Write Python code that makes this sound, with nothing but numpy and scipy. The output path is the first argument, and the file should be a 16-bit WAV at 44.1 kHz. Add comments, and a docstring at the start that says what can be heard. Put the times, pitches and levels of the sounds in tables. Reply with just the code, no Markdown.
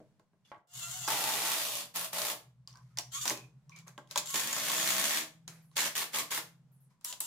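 """Impact driver in a small workshop

A cordless impact driver sinks screws into a plywood board on a bench: noise and gear-mesh partials make its
motor whir, then trains of decaying noise blows drive narrow tones, bit and board in long and short bursts.
The bit ticks on screw heads and knocks the board (short noise into resonators), scrapes and squeaks (shaped noise).
An engine outside idles and revs as sums of firing orders; the room adds a brief noise tail over faint room tone."""
import sys
import numpy as np
from scipy import signal
from scipy.fft import rfft, irfft
from scipy.io import wavfile

SR = 44100
rng = np.random.default_rng(int(sys.argv[2]) if len(sys.argv) > 2 else 0)


def wrap_up_sound(samples):
    """Save the sound to the file named by the first command line argument, as 16-bit audio."""
    columns = np.atleast_2d(samples).T
    # keep every value between -1 and 1, then stretch to whole-number steps
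    tamed = np.clip(columns, -1, 1)
    steps = np.round(tamed * 32767).astype(np.int16)
    wavfile.write(sys.argv[1], SR, steps)


N = 320166


def gain_of(db):
    """Decibel law: 20 dB is a factor of ten in amplitude."""
    return 10 ** (np.asarray(db) / 20)


def evened(x):
    """Normalization: scales the whole signal to unit RMS."""
    return x / np.sqrt(np.mean(x ** 2) + 1e-20)


def curve(points):
    """Linear interpolation in time of (s, value) points."""
    return np.interp(np.arange(N) / SR, *np.transpose(points))


def read(points, hz):
    """Interpolation of (Hz, value) points on a logarithmic frequency scale."""
    f, value = np.transpose(points)
    return np.interp(np.log(hz + 1), np.log(f + 1), value)


def coloured(x, points):
    """Linear filtering: multiplies the spectrum by a gain curve in dB."""
    hz = np.fft.rfftfreq(x.shape[-1], 1 / SR)
    return irfft(rfft(x) * gain_of(read(points, hz)), x.shape[-1])


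def lifted(x, lo_hz, hi_hz, lift_db):
    """Time-varying equalization: raises or lowers one band by a changing amount."""
    band = coloured(x, [(.7 * lo_hz, -30), (lo_hz, 0), (hi_hz, 0), (1.4 * hi_hz, -30)])
    return x + band * (gain_of(lift_db) - 1)


def stereo_pair(x):
    """Interchannel coherence: left and right are most alike around 300-600 Hz, less in deep bass, apart in treble."""
    # Each row: frequency in Hz, left-right likeness from 0 to 1.
    likeness = [(25, .4), (60, 0.18), (300, 0.96), (600, 0.91), (1200, 0.71), (2500, 0.13), (6000, .05),
                (12000, .01)]
    same = np.clip(read(likeness, np.fft.rfftfreq(x.shape[1], 1 / SR)), 0, 1)
    mid, side = rfft(x) * np.sqrt([1 + same, 1 - same]) / np.sqrt(2)
    return irfft(np.array([mid + side, mid - side]), x.shape[1])


def resonate(x, hz, width):
    """Resonance by heterodyning: shifts hz down to zero, smooths, and shifts back with a peak gain of 1."""
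    turn = np.exp(2j * np.pi * np.cumsum(hz * np.ones(N)) / SR)
    r = np.exp(-np.pi * width / SR)
    return 2 * (turn * signal.lfilter([1 - r], [1, -r], x / turn)).real


def wander(seconds):
    """Slow random modulation: normal values, one per given time, joined by straight lines."""
    return np.interp(np.arange(N) / SR / seconds, np.arange(2500), rng.standard_normal(2500))


def swells(rows, width):
    """Narrow-band noise that swells and fades while its centre glides from one frequency to another."""
    out = np.zeros((2, N))
    for s, length, start_hz, end_hz, db in rows:
        u = np.clip((np.arange(N) / SR - s) / length, 0, 1)
        hz = start_hz + (end_hz - start_hz) * np.sqrt(u)
        envelope = np.sqrt(np.sin(np.pi * u ** 0.23) + 1e-12)
        narrow = resonate(rng.standard_normal((2, N)), hz, width)
        out += gain_of(db) * envelope * evened(resonate(narrow, hz, 2 * width))
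    return stereo_pair(out)


def strokes(rows, up_db, down_db, down_s, down_share=0, fade=.003):
    """Envelopes that are linear in dB: rows rise, hold a slope and run down.

    Also returns the row that sounds, how far it has got and how far it has run down (both 0-1)."""
    t, gain = np.arange(N) / SR, np.zeros(N)
    start, _, length = np.transpose(rows)[:3]
    down = down_s + down_share * length
    for (s, rise, hold, first_db, last_db, *_), fall in zip(rows, down):
        times = [0, rise, hold, hold + fall]
        db = np.interp(t - s, times, [first_db + up_db, first_db, last_db, last_db + down_db])
        gain += gain_of(db) * np.clip(np.minimum(t - s, s + hold + fall - t) / fade, 0, 1)
    row = np.maximum(np.searchsorted(start, t) - 1, 0)
    since = t - start[row]
    along = np.clip(since / length[row], 0, 1)
    run_down = np.clip((since - length[row]) / down[row], 0, 1)
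    return gain, row, along, run_down


def air():
    """Room tone as stationary noise with a fixed spectrum and a slowly changing level."""
    # Spectrum. Each row: frequency in Hz, relative density in dB per Hz.
    spectrum = [(20, -11), (60, -22), (120, 3.5), (200, 1.5), (300, -19), (500, -18), (1000, -20),
                (3000, -29), (8000, -32.5), (16500, -44.5)]
    # Each row: time in seconds, level in dB.
    level = [(0, -66.5), (.3, -75.5), (.58, -72), (.66, -91), (.75, -71), (2.501, -74.5), (4, -68.5),
             (5.5, -70), (6.7, -71), (7.0, -73.5), (7.26, -67.5)]
    return gain_of(curve(level)) * stereo_pair(evened(coloured(rng.standard_normal((2, N)), spectrum)))


def knocks(rise_s=0.00087, crack_s=0.00086, tail_db=-18, wood_db=-8, push_s=0.0021, thud_s=0.015):
    """Impact excitation: a steel crack with a rattle and a clean ping; a click and rough push ring board and bench."""
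    # Bit striking screw or board, and the hardest hammer blows. Each row: start in seconds, steel crack in
    # relative dB, ping frequency in Hz, ping peak in dB, wood knock and low thud in relative dB.
    impacts = [(.0024, -66, 450, -51, -62, -43), (.196, -60, 3980, -69, -59, -56),
               (0.332, -80, 4000, -88, -67, -62), (0.5167, -70, 735, -38.5, -34.5, -55),
               (.528, -80, 4000, -90, -58, -58), (0.5444, -75, 4000, -82, -44.5, -56),
               (0.561, -80, 4000, -90, -51, -60), (0.579, -70, 4000, -90, -64, -78),
               (1.0773, -21.5, 5700, -29, -26, -40.5), (1.97, -24, 6550, -36, -40, -46),
               (2.218, -21, 5550, -37.5, -49, -49.5), (2.6748, -39.5, 4840, -36, -56, -81),
               (2.707, -56, 4550, -50, -67, -83), (2.7283, -59, 5610, -49, -72, -82.5),
               (2.756, -52, 4900, -50, -53, -83), (2.7719, -51, 5660, -48, -58, -71),
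               (2.9727, -26.5, 4940, -32, -39, -55.5), (2.986, -19.5, 5700, -19.5, -35, -47.5),
               (3.255, -20.5, 2140, -33, -28, -48), (3.2783, -15.5, 5800, -20.5, -40.5, -54),
               (3.2974, -18.5, 6360, -22.5, -40.5, -50.5), (3.3052, -35.5, 2090, -23.5, -29.5, -31),
               (3.325, -43, 2480, -44, -38.5, -40), (3.374, -35, 6800, -41, -48, -52),
               (3.695, -49, 5900, -45.5, -68, -77), (3.7621, -44, 6460, -52, -73, -85),
               (3.788, -41.5, 7050, -46, -71, -69), (3.88, -40.5, 6440, -41, -47, -75),
               (3.9782, -41.5, 3250, -42, -37.5, -39.5), (4.0739, -56, 3360, -57.5, -73.5, -81.5),
               (4.111, -27.5, 3760, -36.5, -45, -76.5), (4.1586, -18, 3320, -24, -23, -49),
               (4.1757, -13, 6840, -21, -58, -60), (4.1802, -16, 3530, -35.5, -41, -40.5),
               (4.2728, -31, 7200, -39.5, -58, -72), (4.3424, -23, 7000, -24, -34, -39),
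               (4.5306, -29, 6900, -22.5, -36, -58.5), (4.5657, -34, 6840, -26.5, -32, -53.5),
               (4.5835, -26, 7360, -29.5, -33.5, -48.5), (4.698, -21.5, 3580, -26.5, -27, -51),
               (4.778, -34, 6800, -26, -47, -46.5), (5.478, -28.5, 6540, -35.5, -49.5, -50),
               (5.7143, -59.5, 4100, -64, -63, -71.5), (5.7793, -24, 6700, -21.5, -28, -47.5),
               (5.791, -36.5, 2200, -24.5, -39, -41.5), (5.807, -27.5, 4000, -32.5, -42, -47.5),
               (5.82, -28, 6800, -26.5, -30.5, -41), (5.8555, -28, 3070, -30.5, -31.5, -39.5),
               (5.961, -26, 3070, -31, -42, -63), (5.9891, -37, 3170, -33, -47, -46),
               (6.02, -31, 4370, -28, -34, -44), (6.1429, -36, 3100, -31, -32, -44),
               (6.158, -40, 3430, -31, -33, -44), (6.3157, -23, 6640, -27, -33, -48),
               (6.323, -38, 2250, -29, -48, -44), (6.3757, -28, 1700, -26.5, -33, -39.5),
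               (7.011, -52.5, 8800, -62, -66, -84), (7.0474, -29, 5560, -27.5, -49, -69.5),
               (7.1261, -25.5, 3170, -35, -43, -64), (7.206, -25, 8250, -34, -43.5, -50.5)]
    # Spectrum of the crack, then of its treble. Each row: frequency in Hz, relative gain in dB.
    tick_colour = [(1200, -24), (2200, -10.5), (4200, -5.5), (5700, -6.5), (7500, -4.5), (9000, -26.5)]
    tick_treble = [(6500, -35), (8500, 5.5), (12000, 0), (15500, -6.5)]
    # Modes of the plywood, then of the bench. Each row: frequency in Hz, width in Hz of the sharper of
    # two filters in series, relative gain in dB.
    board_modes = [(597, 45, 1), (716, 59, 1), (860, 77, -1), (963, 130, 3.5), (1066, 110, 4),
                   (1268, 90, -0.5), (1590, 86, 1), (1850, 330, -7.5), (2620, 400, -22.5)]
    bench_modes = [(238, 71, -3.5), (315.6, 44, 3), (384, 36, 1.5), (484, 22, -1), (601, 68, -2.5)]
    treble_db, tail_t60_s, ping_s = -12, 0.12, 0.00046  # the ping peaks ping_s after its start
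    board_click_db, bench_click_db = 15.5, 24  # single-sample clicks, relative to knock and thud

    t = np.arange(6000) / SR
    blows = np.zeros((8, N + 6000))  # pairs of rows: crack, its treble, board, bench
    pings = np.zeros(N + 6000)
    tail = gain_of(-60 * t / tail_t60_s)
    ping_shape = t / ping_s * np.exp(1 - t / ping_s)
    for s, tick_db, ping_hz, ping_db, knock_db, thud_db in impacts:
        at = round(s * SR)
        pings[at:][:6000] += gain_of(ping_db) * ping_shape * np.sin(2 * np.pi * ping_hz * t)
        blows[[4, 6], at + 9] += gain_of([knock_db + board_click_db, thud_db + bench_click_db])
        parts = [(tick_db, crack_s, tail_db), (tick_db + treble_db, crack_s, tail_db),
                 (knock_db, push_s, wood_db), (thud_db, thud_s, wood_db)]
        shape = [gain_of(db) * (1 - np.exp(-t / rise_s)) * (np.exp(-t / short) + gain_of(rest_db) * tail)
                 for db, short, rest_db in parts]
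        blows[:, at:][:, :6000] += np.repeat(shape, 2, axis=0) * rng.choice([-1., 1.], (8, 6000))
    crack, treble, push, thud = blows[:2, :N], blows[2:4, :N], blows[4:6, :N], blows[6:, :N]
    steel = gain_of(12.5) * coloured(crack, tick_colour) + gain_of(9.0) * coloured(treble, tick_treble)
    board = sum(gain_of(10.5 + db) * resonate(resonate(push, hz, width), hz, 3 * width)
                for hz, width, db in board_modes)
    bench = sum(gain_of(8.5 + db) * resonate(resonate(thud, hz, width), hz, 3 * width)
                for hz, width, db in bench_modes)
    return stereo_pair(steel + board + bench) + pings[:N]


def scrapes():
    """Friction noise: amplitude-modulated rubbing noise, narrow-band squeaks and falling swishes."""
    # Bit and hands sliding lightly on screw and wood. Each row: start, rise and length in seconds,
    # level at first and at last in dB before the lift, treble lift in dB.
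    slides = [(0.44, .014, 0.064, -76, -77, 9), (2.676, 0.0037, 0.073, -71.5, -78, 15.5),
              (2.744, 0.017, 0.63, -78.5, -90, 4.5), (3.701, .004, 0.064, -76, -78, 12),
              (3.754, .008, 0.051, -64, -68.5, 10), (3.861, 0.013, 0.11, -54, -91, -2),
              (4.073, 0.037, 0.18, -61.5, -59, 7), (5.473, 0.005, 0.18, -56, -78, 1.5),
              (5.697, 0.032, 0.057, -79, -77.5, 9), (6.886, .02, 0.064, -78, -87, 4),
              (6.994, 0.043, 0.13, -75.5, -63, 5)]
    # Spectrum of the rubbing. Each row: frequency in Hz, relative density in dB per Hz.
    rub_colour = [(150, -34.5), (250, -6.5), (1080, -3.5), (1180, -2.5), (2360, -1), (2860, -11),
                  (6590, -9), (13200, -12), (16000, -34.5)]
    # Thin squeaks of the bit in a screw head. Each row: start and length in seconds, frequency in Hz,
    # level in dB before flicker.
    squeak_rows = [(0.448, 0.03, 2830, -70), (0.448, 0.06, 3400, -71), (2.7, 0.04, 1060, -70),
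                   (2.738, .1, 1050, -64), (2.75, .05, 1550, -69), (2.903, 0.16, 1290, -80),
                   (3.31, 0.15, 2490, -54), (2.96, 0.036, 1750, -68), (3.74, 0.028, 1090, -70),
                   (3.866, 0.045, 1070, -65.5), (3.696, 0.18, 1065, -69.5), (3.718, 0.096, 2320, -57),
                   (6.907, 0.094, 1010, -76)]
    # Faint high swishes that fall in pitch. Each row: start and length in seconds, level in dB.
    swish_rows = [(5.532, 0.069, -71), (5.618, 0.14, -74), (6.718, 0.09, -73), (6.803, 0.085, -71)]
    from_hz, to_hz = 13500, 9000  # glide of the swishes

    gain, row, *_ = strokes(slides, up_db=-31, down_db=-8.5, down_s=0.018, fade=0.0039)
    *_, lift_db = np.transpose(slides)[:, row]
    rub = evened(coloured(rng.standard_normal((2, N)), rub_colour)) * gain_of(1.9 * wander(0.002))
    squeaks = swells([(s, length, hz, hz, db) for s, length, hz, db in squeak_rows], 120)
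    squeaks = squeaks * gain_of(np.clip(4 * wander(0.027), -9, 4))
    swishes = swells([(s, length, from_hz, to_hz, db) for s, length, db in swish_rows], 1800)
    return gain * stereo_pair(lifted(rub, 3000, 6400, lift_db)) + squeaks + swishes


def motor(flicker_db=10):
    """Gear-mesh harmonics with weaker shaft lines between, brush hiss and housing modes; lines and modes flare singly."""
    # Motor turning freely. Each row: start, rise and length in seconds, level at first and at last in #
    # relative dB, gear whine in relative dB, treble snap of the start in dB.
    whirs = [(0.671, 0.086, 0.41, -45.5, -42.5, 1, 5), (3.107, 0.014, 0.14, -43, -43, 1.5, -22),
             (4.254, 0.0042, 0.084, -43, -40.5, -2.5, -5), (7.043, 0.0038, 0.073, -45.5, -43.5, -3, 31.5),
             (7.202, 0.0029, 0.079, -48.5, -43, -3.5, 40)]
    # Spectrum of the hiss. Each row: frequency in Hz, relative density in dB per Hz.
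    hiss_colour = [(150, -55.5), (250, -31.5), (1390, -9), (2120, -11), (2480, -20.5), (2860, -1),
                   (5280, -6), (6520, -1), (14600, -6.5), (15700, -12.5), (16500, -70)]
    # Tool housing tones. Each row: frequency in Hz, width in Hz, relative level in dB.
    housing = [(4300, 90, -10.5), (6350, 90, 4), (6600, 83, -7), (6850, 74, 14.5), (7530, 27, 13),
               (9440, 100, -20), (11200, 65, -1)]
    # Spectrum of the gear whine. Each row: frequency in Hz, relative level in dB.
    mesh_colour = [(500, -24.5), (700, -2.5), (950, -3.5), (1150, 0.5), (1400, -2.5), (1850, -9.5),
                   (2300, -8), (2800, -0.5), (3500, -2), (4300, -4), (5500, -3.5), (7100, 6), (9000, -8.5),
                   (12000, -15.5)]
    # Gear mesh before slip. Each row: time in seconds, mesh frequency in Hz.
    mesh_rate = [(.7, 699), (.78, 739), (.825, 676.6), (.9, 696.6), (.975, 754.5), (1.02, 693), (1.05, 674),
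                 (3.11, 1051), (3.15, 1088), (3.17, 1124), (3.187, 1239), (3.21, 1172), (3.25, 1206),
                 (4.25, 1054), (4.34, 1111), (7.04, 926), (7.075, 967), (7.115, 1005), (7.13, 1018),
                 (7.2, 851), (7.26, 949)]
    # Each row: time in seconds, added level of the gear whine in dB.
    whine_level = [(.7, -0.5), (.8, -6.5), (.83, 5), (.87, -4.5), (.95, -1.5), (1.0, -6.5), (1.045, 1),
                   (3.12, -10.5), (3.148, 8), (3.19, -1.5), (3.205, -7), (3.215, 7), (3.25, 3.5),
                   (4.25, -0.5), (4.34, 1), (7.04, -3.5), (7.09, 1.5), (7.26, 1)]
    shaft_line_db, tones_db, snap_s = -10, -3.5, 0.009

    gain, row, along, _ = strokes(whirs, up_db=-33.5, down_db=-33.5, down_s=0.013, fade=.0015)
    *_, mesh_db, snap_db = np.transpose(whirs)[:, row]
    since_start = along * np.transpose(whirs)[2, row]
    treble_db = snap_db * np.exp(-since_start / snap_s)
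    drive, mesh_hz = rng.standard_normal((2, N)), curve(mesh_rate)
    # the mesh slips, partly apart in the two channels
    slip = 0.0035 * np.array([wander(.004), wander(0.0044)]) + .004 * wander(.02)
    turns = np.cumsum(mesh_hz * (1 + slip), axis=1) / SR
    mesh = 0
    for k in np.arange(4, 49) / 4:  # whole multiples are mesh harmonics, the quarters between are shaft lines
        flicker = np.clip(flicker_db * wander(.025), -9, 4)
        line_db = read(mesh_colour, k * mesh_hz) + shaft_line_db * (k % 1 > 0) + flicker
        mesh = mesh + gain_of(line_db) * np.cos(2 * np.pi * (k * turns + rng.random()))
    tones = sum(gain_of(db + np.clip(7 * wander(0.015), -12, 6)) * evened(resonate(drive, hz, width))
                for hz, width, db in housing)
    hiss = evened(coloured(drive[::-1], hiss_colour)) * gain_of(2.8 * wander(0.0059))
    whine = gain_of(mesh_db + curve(whine_level)) * evened(mesh)
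    whir = evened(hiss + whine + gain_of(tones_db) * evened(tones))
    return gain * stereo_pair(lifted(whir, 8300, 16000, treble_db))


def engine():
    """Order synthesis: idling orders beat against a half order; revved, whole orders glide through the walls' passband."""
    # Engine outside. Each row: time in seconds, relative level in dB.
    level = [(.68, -88), (.76, -56), (1.05, -54.5), (1.4, -66), (2.0, -69.5), (2.4, -63.5), (2.8, -57),
             (3.55, -57.5), (3.75, -56), (4.05, -66), (4.6, -59), (4.9, -59.5), (5.2, -76.5), (5.5, -55),
             (6.0, -73), (6.3, -66), (6.6, -65), (6.9, -67), (7.05, -102)]
    # Each row: time in seconds, firings per second.
    firing = [(.7, 16.4), (2.4, 16.4), (3.5, 16.6), (3.75, 18), (4.05, 18.9), (4.35, 17.9), (4.6, 17.7),
              (4.95, 18.8), (5.3, 20.4), (5.55, 20.5), (5.8, 19.6), (6.1, 18.4), (6.3, 18.1), (6.6, 18.6),
              (6.9, 19.1)]
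    # Each row: multiple of the firing rate, relative level in dB.
    idle_orders = [(4, -17), (7, -18), (7.5, 0), (8, -4), (8.5, -14), (9, -16), (10, -12)]
    # What the walls let through. Each row: frequency in Hz, relative gain in dB.
    walls = [(60, -27.5), (75, -34.5), (90, -28), (112, -37.5), (123, -7.5), (132, 3), (143, -7),
             (150, -4.5), (166, 2), (180, -36.5), (200, -36)]
    idle_below, revved_above = 16.34, 18.6  # firings per s; the two blend between
    throb_lag_s = .045  # delays the throb, at the first firing rate

    gain, rate = gain_of(curve(level)), curve(firing)
    idle = np.clip((revved_above - rate) / (revved_above - idle_below), 0, 1)
    turns = np.cumsum(rate) / SR - throb_lag_s * rate[0]
    idling = sum(gain_of(db + 2.1 * wander(0.11)) * np.cos(2 * np.pi * k * turns) for k, db in idle_orders)
    revved = 0
    for k in range(3, 12):
        order_db = read(walls, k * rate) + np.clip(2.7 * wander(0.13), -3, 3)
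        revved = revved + gain_of(order_db) * np.cos(2 * np.pi * k * turns)
    return gain * (idle * idling + (1 - idle) * revved)


def hammer(jitter=.02, blow_s=0.014, spread_db=4.0, thump_db=-17):
    """Periodic impacts: bursts of steel noise over gear rattle drive narrow tones, bit and board; harmonics thump."""
    # Hammering, one row a squeeze. Each row: start, spin-up and length in seconds, level at first and at last
    # in relative dB, blow strength and narrow tones in relative dB, treble, board and thump lift in dB.
    bursts = [(1.076, 0.006, 0.73, -33.5, -37.5, -7.5, -20, 1.5, -2.5, -8),
              (1.938, 0.018, 0.12, -35.5, -40.5, -5.5, -22, 3.5, -0.1, -3),
              (2.12, 0.013, 0.2, -37, -38, -4, -15.5, 3, 0, 0),
              (3.247, 0.0062, 0.074, -36, -37.5, -9.5, -12.5, 1, 1.5, -2.5),
              (4.332, 0.013, 0.85, -33, -34, -2.5, -9, 1, -1.5, -1.5),
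              (5.755, 0.015, 0.12, -30.5, -33, -3, -10, -0.2, -3.5, -4),
              (5.947, 0.0076, 0.081, -36.5, -34.5, -1.5, -14.5, 2.3, -2, -3),
              (6.12, 0.023, 0.087, -35, -33.5, -3.5, -10.5, 1, -1, 0),
              (6.3, 0.01, 0.084, -34, -35.5, -4, -12, 2.7, -2, -14)]
    # Each row: time in seconds, blows per second before jitter.
    blow_rate = [(1.07, 57), (1.35, 61.5), (1.5, 61), (1.65, 58.5), (2.0, 58), (2.3, 60), (4.34, 50),
                 (4.5, 54), (4.65, 60), (4.75, 64), (5.0, 65), (5.04, 72), (5.17, 79), (5.25, 79),
                 (5.75, 80), (5.85, 84), (5.92, 78), (6.03, 79), (6.2, 75), (6.4, 72)]
    # Spectrum of the steel noise. Each row: frequency in Hz, relative density in dB per Hz.
    steel_colour = [(88, -47.5), (150, -31.5), (186, -16), (260, -23), (311, -8.5), (363, -22.5), (450, -6),
                    (630, -8.5), (767, -5), (1090, -1), (1470, 0), (3420, 0.5), (15000, -5), (16500, -43.5)]
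    # Bass of the blows. Each row: frequency in Hz, relative level in dB.
    thump_colour = [(110, -12.5), (190, 8), (240, -1), (320, 0), (450, -7.5), (640, 8), (800, -9.5)]
    # Narrow tones colouring the hammering, before wander. Each row: frequency in Hz, width in Hz,
    # relative level in dB.
    narrow_tones = [(912, 47, -0.5), (1800, 150, 6), (2140, 110, 3.5), (3370, 120, 1), (3554, 90, -4.5),
                    (4500, 58, -7), (5760, 67, 0.5), (6250, 88, 3), (6740, 92, 10.5), (7300, 100, 3),
                    (7770, 60, 0), (8590, 60, -7)]
    # Free corner of the board under the first screw. Each row: frequency in Hz, width in Hz, relative level in dB.
    corner_modes = [(317, 25, -12), (427, 15, -12), (635, 17, 1), (720, 19, -4), (820, 65, 6.5),
                    (887, 15, 6.5), (1150, 70, 1), (1330, 70, 3), (1960, 90, 0)]
    # Level of that corner, then hum of the long bit. 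Each row: time in seconds, relative level in dB.
    corner_ring = [(1.07, -2.5), (1.25, -8), (1.45, -10.5), (1.55, -14), (1.8, -24.5), (2.3, -10.5),
                   (2.6, -35)]
    bit_ring = [(1.07, -32), (1.8, -22.5), (2.3, -29), (3.25, -20), (4.34, -11.5), (4.45, -21),
                (4.6, -20.5), (4.9, -21), (5.15, -22.5), (5.8, -32), (6.0, -19), (6.15, -8), (6.35, -24)]
    # Lift of the middle band, then swell of the two long bursts. Each row: time in seconds, gain in dB.
    middle = [(1.07, -4), (1.6, -2), (1.7, -10), (1.85, -4.5), (1.95, -2.5), (4.35, -2.5), (5.2, -1),
              (6.4, 0)]
    bite = [(1.1, 0.5), (1.443, 0.7), (1.465, 4.5), (1.8, -0.03), (4.35, 0.5), (4.486, -6), (4.806, 0.16),
            (5.16, -1.14)]
    bit_hz, bit_width_hz = 1092, 74
    crack_db, crack_s = 9, .0009  # sharp front of each blow
    dull_db, down_thump_db = -4.5, 13  # running down, it turns dull and thumps

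    # the longer the burst, the longer it runs down
    gain, row, _, down = strokes(bursts, up_db=-24.5, down_db=-14.5, down_s=.016, down_share=0.055, fade=0.002)
    *_, blow_db, tones_db, treble_db, board_db, lift_db = np.transpose(bursts)[:, row]
    treble_db = treble_db + dull_db * down
    lift_db = lift_db + down_thump_db * down

    rate = curve(blow_rate)
    turns = np.cumsum(rate * (1 + jitter * wander(0.02))) / SR
    sizes = gain_of(spread_db * np.clip(rng.standard_normal(1000), -2, 1.3))
    size = sizes[turns.astype(int) % 1000]
    since = (turns % 1) / rate
    blows = size * (np.exp(-since / blow_s) + gain_of(crack_db) * np.exp(-since / crack_s))
    # rough grain: a new random gain every 40 samples
    grain = gain_of(1.9 * rng.standard_normal((2, N // 40 + 1))).repeat(40, axis=1)[:, :N]
    drive = (1 + gain_of(blow_db) * blows) * grain * rng.standard_normal((2, N))

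    tones = 0
    for hz, width, db in narrow_tones:  # each tone gets its own random wander in level and pitch
        tone_gain = gain_of(db + np.clip(7 * wander(0.02), -12, 6))
        tones = tones + tone_gain * resonate(drive, hz * (1 + 0.008 * wander(.04)), width)

    steady = np.cumsum(rate) / SR  # the bass of the blows keeps time and sounds as lines
    thump = 0
    for k in range(2, 12):
        line_db = read(thump_colour, k * rate) + np.clip(9.8 * wander(0.14), -4, 4)
        thump = thump + gain_of(line_db) * np.cos(2 * np.pi * (k * steady + rng.random()))

    steel = evened(evened(coloured(drive, steel_colour)) + gain_of(tones_db) * evened(tones))
    bit = resonate(resonate(drive, bit_hz, bit_width_hz), bit_hz, 4 * bit_width_hz)
    steel = steel + gain_of(curve(bit_ring)) * evened(bit)
    corner = sum(gain_of(db + np.clip(6 * wander(0.054), -10, 5)) * evened(resonate(drive, hz, width))
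                 for hz, width, db in corner_modes)
    steel = steel + gain_of(curve(corner_ring)) * evened(corner)
    steel = lifted(steel, 1300, 2200, curve(middle))
    steel = lifted(steel, 9700, 16000, treble_db)
    steel = lifted(steel, 550, 1300, board_db)
    low = gain_of(thump_db + lift_db) * evened(thump)
    return gain * gain_of(curve(bite)) * (stereo_pair(steel) + low)


def room(x):
    """Diffuse reverberation: convolution with a noise tail from 6 ms on, each band dying at its own speed."""
    # Each row: frequency in Hz, reverberation time (60 dB decay) in seconds.
    decay = [(150, 0.45), (600, 0.36), (2000, 0.29), (6000, 0.27), (14000, 0.24)]
    hz, t, z = signal.stft(stereo_pair(rng.standard_normal((2, SR // 2))), SR, nperseg=256)
    tail = signal.istft(z * gain_of(-60 * t / read(decay, hz)[:, None]), SR, nperseg=256)[1]
    tail = np.pad(tail, ((0, 0), (260, 0)))
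    return signal.fftconvolve(x, tail / np.linalg.norm(tail[0]), axes=1)[:, :N]


def scene():
    """Superposition: tool and taps each with their reverberation, plus engine and room tone."""
    tool = hammer() + gain_of(0.5) * motor()
    taps = knocks() + scrapes()
    return tool + gain_of(-3.5) * room(tool) + taps + gain_of(-9.5) * room(taps) + engine() + air()


def record(dry):
    """Band limiting: a linear-phase low-pass filter."""
    edge_hz = 16300
    low_pass = signal.firwin(255, edge_hz, window=("kaiser", 9), fs=SR)
    return signal.oaconvolve(dry, low_pass[None], "same")


dry = scene()
out = record(dry)
wrap_up_sound(out)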